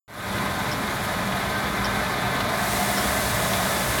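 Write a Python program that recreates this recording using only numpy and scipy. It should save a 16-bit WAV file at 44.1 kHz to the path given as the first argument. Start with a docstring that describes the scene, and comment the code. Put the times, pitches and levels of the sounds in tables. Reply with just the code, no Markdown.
"""In a factory hall, a paper folding machine makes about 22 folds a second.
Each fold thumps, rattles the linkage (the moving rods) and swishes the paper through the rollers.
Gears and drive whine, the frame rings, and a small catch ticks and bounces after every 25 folds.
The listener walks up to the folding head, where the whines change balance and air hisses steadily."""
import sys
import numpy as np
from scipy import signal
from scipy.fft import rfft, irfft, next_fast_len
from scipy.io import wavfile
from scipy.ndimage import map_coordinates

SR = 44100
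rng = np.random.default_rng(int(sys.argv[2]) if len(sys.argv) > 2 else 0)


def file_out(sig):
    """Save sig as 16-bit WAV at sys.argv[1]."""
    # one column per channel
    cols = np.atleast_2d(sig).T
    # limit, then scale
    lim = np.clip(cols, -1, 1)
    pcm = np.round(lim * 32767).astype(np.int16)
    wavfile.write(sys.argv[1], SR, pcm)


N = 176400
FOLD_HZ = 22.14  # folds a second


def amp(db):
    """Turn decibels into a gain to multiply by."""
    return 10 ** (np.asarray(db) / 20)


def unit(x):
    """Scale a sound to an average (rms) level of 1."""
    return x / np.sqrt(np.mean(x ** 2) + 1e-20)


def clock():
    """The time of every sample, in seconds."""
    return np.arange(N) / SR


def wobble(rate_hz):
    """A smooth curve through rate_hz random points a second."""
    return map_coordinates(rng.standard_normal(400), [clock() * rate_hz], mode="mirror")


def filtered(x, response):
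    """Multiply each frequency in x by response(hz)."""
    size = next_fast_len(N + SR // 2)
    return irfft(rfft(x, size) * response(np.fft.rfftfreq(size, 1 / SR)), size)[:N]


def coloured(x, spectrum):
    """Shape the tone of x with rows of pitch_hz, level_db, then scale it to level 1."""
    pitch_hz, level_db = np.transpose(spectrum)
    return unit(filtered(x, lambda hz: amp(np.interp(np.log(hz + 1), np.log(pitch_hz), level_db))))


def noise(spectrum):
    """Noise with the given tone, at level 1."""
    return coloured(rng.standard_normal(N), spectrum)


def stroke(peak_s):
    """A swing that peaks once in every fold."""
    return np.cos(2 * np.pi * FOLD_HZ * (clock() - peak_s))


def rippled(x, step_hz, depth_db):
    """Many small resonances of steel and hall make some pitches louder and others softer."""
    bumps = rng.standard_normal(4000)
    return unit(filtered(x, lambda hz: amp(depth_db * map_coordinates(bumps, [hz / step_hz], mode="mirror"))))


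def ringing(hz, width):
    """A resonance: noise rings in a narrow band around one pitch."""
    shaking = rng.standard_normal(N)
    return unit(filtered(shaking, lambda f: (1j * f * width / (hz * hz - f * f + 1j * f * width)) ** 2))


def throbbing(hz, width, depth, crest_s=2.63):
    """A firmly driven resonance: its pitch wanders and its level throbs once every two folds."""
    ring = signal.hilbert(ringing(hz, width))
    beat = 1 + depth * np.exp(-1j * np.pi * FOLD_HZ * (clock() - crest_s))
    evened = ring / np.sqrt(np.abs(ring) ** 2 + .5)
    return unit(np.real(beat * evened))


def air_hiss(start_s=2.46, rise_s=0.27):
    """A steady hiss of air comes into the open at the folding head."""
    # Tone of the hiss: pitch_hz, level_db
    hiss_tone = [(1200, -9), (2700, -1.5), (5300, -1), (7000, -1), (8800, 0), (9700, 0.5), (10600, -1),
                 (13000, -3), (17000, -7)]
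    opening = np.clip((clock() - start_s) / rise_s, 0, 1)
    gain = amp(-31 + 0.22 * wobble(30.05)) * opening
    return gain * rippled(noise(hiss_tone), step_hz=49.2, depth_db=0.5)


def gear_whine(near):
    """The drive and gears give pure tones, each wavering in the hall."""
    # The tones, with relative levels from afar and at the head: pitch_hz, far_db, near_db
    whines = [(132.8,-45,-46), (425.3,-48.5,-47), (599.7,-47,-42.5), (958,-49,-52), (986,-58,-55),
              (1031,-44.5,-45), (1080,-50,-47), (1212,-48,-44), (1239,-44.5,-46), (1328,-49,-47),
              (1437,-50,-60), (1729,-56,-44.5), (1747,-52,-46.5), (1847,-51.5,-50), (1995,-52,-52),
              (2040,-58,-48), (2150,-48.5,-50), (3380,-64,-60), (3775,-56,-59)]
    out = np.zeros(N)
    for hz, far_db, near_db in whines:
        phase = 2 * np.pi * (hz * clock() + rng.random()) + 0.33 * wobble(9)
        level_db = far_db + (near_db - far_db) * near + 2 * wobble(6.06)
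        out += amp(level_db) * np.sin(phase)
    return np.sqrt(2) * amp(0.5) * out


def frame_ring(near):
    """The rollers keep the frame ringing; its strongest resonances swell, ebb and throb."""
    # Steady resonances of the frame: pitch_hz, width_hz, far_db, near_db
    steady = [(604.2, 38, -42.5, -43.5), (1012.3, 37, -43, -43), (1114, 46, -61, -44),
              (1250, 41, -43.5, -45.5), (1734, 42, -54, -47), (2010, 93, -51, -45.5), (3470, 51, -57, -48)]
    # Swelling resonances: pitch_hz, width_hz, throb_depth (0-1), list of (time_s, level_db)
    swelling = [ (66.26, 1.5, 0.69, [(.3,-51), (.6,-44), (1.1,-62), (1.5,-41), (2,-41.5), (2.4,-46),
                (2.8,-49), (3.3,-39), (3.7,-43), (3.95,-35)]), (116.4, 26, 0.24, [(.3,-37), (.85,-52),
                (1.02,-36.5), (1.15,-48), (1.3,-35), (1.42,-43), (1.65,-39), (1.98,-46), (2.28,-35),
                (3.1,-49), (3.3,-35), (4,-41.5)]), (183.9, 9.1, 0.059, [(.5,-43), (.75,-60), (1.2,-33.5),
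                (1.55,-49), (2,-48), (2.25,-32.5), (2.5,-44), (2.8,-37), (3.1,-51), (3.55,-34), (4,-45.5)]),
                (199.7, 2.14, .1, [(.3,-37), (.7,-41.5), (1,-43.5), (1.3,-40), (1.95,-35.5), (2.2,-52),
                (2.5,-39.5), (3.05,-33), (3.35,-43.5), (3.65,-44), (3.9,-44)]), (567.6, 28, 0.11, [(.4,-49),
                (3.4,-46), (3.65,-34.5), (4,-44)]), (644.5, 1.9, 0.079, [(.4,-49), (2.35,-50), (2.8,-40),
                (3.55,-36.5), (4,-40)]), (666, 21, 0.26, [(.4,-50), (1.2,-48), (1.35,-40), (1.7,-45),
                (2.4,-47), (2.49,-37), (2.8,-41), (3.35,-45), (3.62,-33.5), (3.9,-46)]),
                (720.4, 9.4, 0.42, [(1.1,-49), (1.35,-39), (1.75,-59), (2.3,-39.5), (2.78,-31.5),
                (3.05,-35.5), (3.2,-39), (3.55,-41), (4,-47)]), (1553, 16.4, 0.12, [(.4,-40), (1.45,-43),
                (1.58,-32), (1.7,-41.5), (1.93,-36.5), (2.22,-39.5), (2.35,-35.5), (3,-47), (3.17,-36.5),
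                (3.4,-44), (4,-38.5)])]
    out = np.zeros(N)
    for hz, width, far_db, near_db in steady:
        out += amp(far_db + (near_db - far_db) * near) * ringing(hz, width)
    for hz, width, depth, levels in swelling:
        out += amp(np.interp(clock(), *np.transpose(levels))) * throbbing(hz, width, depth)
    return out


def counter_ticks(near, first_s=.7163, folds_per_tick=25):
    """The counter's catch (a pawl) drops and bounces twice, with a tiny click and ring each time."""
    # The hits in one tick: delay_s, relative level_db
    bounces = [(0, 0), (.009, -2.5), (.0152, -6)]
    # Ringing tones of the catch: pitch_hz, relative level_db, fade_s (time to fall 60 dB)
    tones = [(3120, -17, .035), (5080, -15.5, .025), (5330, 0, .0058), (5620, -17, .025)]
    out, t = np.zeros(N + SR), np.arange(SR // 10) / SR
    attack = 1 - np.exp(-t / .0007)
    for start_s in np.arange(first_s, N / SR, folds_per_tick / FOLD_HZ):
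        for delay_s, hit_db in bounces:
            ring = sum(amp(db - 60 * t / fade_s) * np.sin(2 * np.pi * (hz * t + rng.random()))
                       for hz, db, fade_s in tones)
            click = amp(-12 - 60 * t / 0.0025) * rng.standard_normal(len(t))
            gain = amp(-14 + hit_db + 3.5 * near[int(start_s * SR)])
            out[round((start_s + delay_s) * SR):][:len(t)] += gain * (ring + click) * attack
    return out[:N]


def paper_swish(scuff_width_s=0.027):
    """The paper swishes through the rollers once a fold and now and then scuffs."""
    # Tone of the sliding paper: pitch_hz, level_db
    paper_tone = [(1500, -20), (4000, 0.5), (7000, 0.5), (8800, -1.5), (9600, 2), (10600, 0.5), (12000, 1),
                  (14500, -5.5), (17000, -10)]
    # Brief scuffs: peak_s, level_db
    scuffs = [(1.045, -39.5), (1.4, -45)]
    t = clock()
    swish_gain = amp(-40.5 + 0.8 * stroke(peak_s=0.0083) + 0.52 * wobble(41.2))
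    scuff_gain = sum(amp(db) * np.exp(-((t - peak_s) / scuff_width_s) ** 2) for peak_s, db in scuffs)
    swish = rippled(noise(paper_tone), step_hz=44.7, depth_db=1.8)
    return swish_gain * swish + scuff_gain * noise(paper_tone)


def linkage_knocks(fade_s=.07):
    """Now and then the linkage gives a harder knock that dies quickly."""
    # The knocks: start_s, relative level_db
    knocks = [(1.3215, -23), (2.4055, -17.5), (2.981, -18.5), (3.5335, -16.5), (3.983, -16)]
    # Tone of a knock: pitch_hz, level_db
    knock_tone = [(200, -14), (700, 2), (2200, -1), (3100, -1), (4200, -5), (6000, -17), (16000, -28)]
    t = clock()
    gain = sum((t >= start_s) * amp(db - 60 * np.abs(t - start_s) / fade_s) for start_s, db in knocks)
    return gain * noise(knock_tone) / 2


def linkage_clatter(near, rattles_per_s=70):
    """The linkage clatters, surging with each fold, with loose rattles on top."""
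    # Tone of the clatter: pitch_hz, level_db
    clatter_tone = [(100, -7), (300, -9), (400, -1.5), (520, -4), (600, -1), (700, 2), (770, 2), (860, 1),
                    (1020, -0.5), (1400, -2), (2200, -3.5), (2550, -10.5), (3200, -12.5), (3500, -8),
                    (3950, -9), (4600, -14), (6000, -23.5), (10000, -34), (17000, -38)]
    hits = rng.random(N) < rattles_per_s / SR
    strengths = amp(2.5 * np.clip(rng.standard_normal(N), -2, 2))
    decay = amp(-60 * clock()[:SR // 10] / 0.028)  # each rattle falls 60 dB in 28 ms
    rattles = unit(signal.fftconvolve(hits * strengths, decay)[:N] * rng.standard_normal(N))
    dense = rippled(rng.standard_normal(N), step_hz=14, depth_db=3.0)
    clatter = coloured(dense + amp(-12) * rattles, clatter_tone)
    level_db = -30 + 2.5 * near + 0.62 * stroke(peak_s=0.019) + .8 * np.tanh(wobble(24.82))
    return amp(level_db) * clatter


def folding_rollers(first_s=0.03248, thump_hz=148, thump_width_s=0.0033):
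    """The rollers rumble and give one soft thump in each fold."""
    # Tone of the rumble: pitch_hz, level_db
    rumble_tone = [(20, -42), (33, -26), (43, -19), (54, 0.5), (76, -7), (108, -1.5), (130, 0.5), (156, -6),
                   (186, -4), (230, -1.5), (320, -6.5), (500, -15.5), (1200, -57)]
    t = ((clock() - first_s) * FOLD_HZ + .5) % 1 / FOLD_HZ - .5 / FOLD_HZ  # time from the nearest thump
    thumps = np.exp(-(t / thump_width_s) ** 2) * np.cos(2 * np.pi * thump_hz * t)
    thumps *= amp(-28.5 + 0.58 * wobble(35))
    return amp(-34.5) * noise(rumble_tone) + thumps


def scene():
    """Add up all the sounds in one channel as the listener walks closer."""
    # The walk: time_s, nearness (0 = far away, 1 = at the folding head)
    walk = [(.4, 0), (1.1, 0.14), (2.2, 0.92), (2.7, 0.97), (4, 0.93)]
    near = np.interp(clock(), *np.transpose(walk))
    hum = gear_whine(near) + frame_ring(near)
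    folding = folding_rollers() + linkage_clatter(near) + paper_swish()
    return (hum + folding + air_hiss() + counter_ticks(near) + linkage_knocks())[None]


def record(dry):
    """Fade the sound in and cut the deepest bass and the highest treble."""
    low_hz, top_hz = 34, 17050
    fade = np.clip((clock() - 0.055) / 0.28, 1e-6, 1) ** 1.07
    fade *= clock() > .079  # a moment of silence first
    thinned = signal.sosfilt(signal.butter(4, low_hz, "high", fs=SR, output="sos"), dry[0])
    return filtered(thinned * fade, lambda hz: hz < top_hz)[None]


dry = scene()
out = record(dry)
file_out(out)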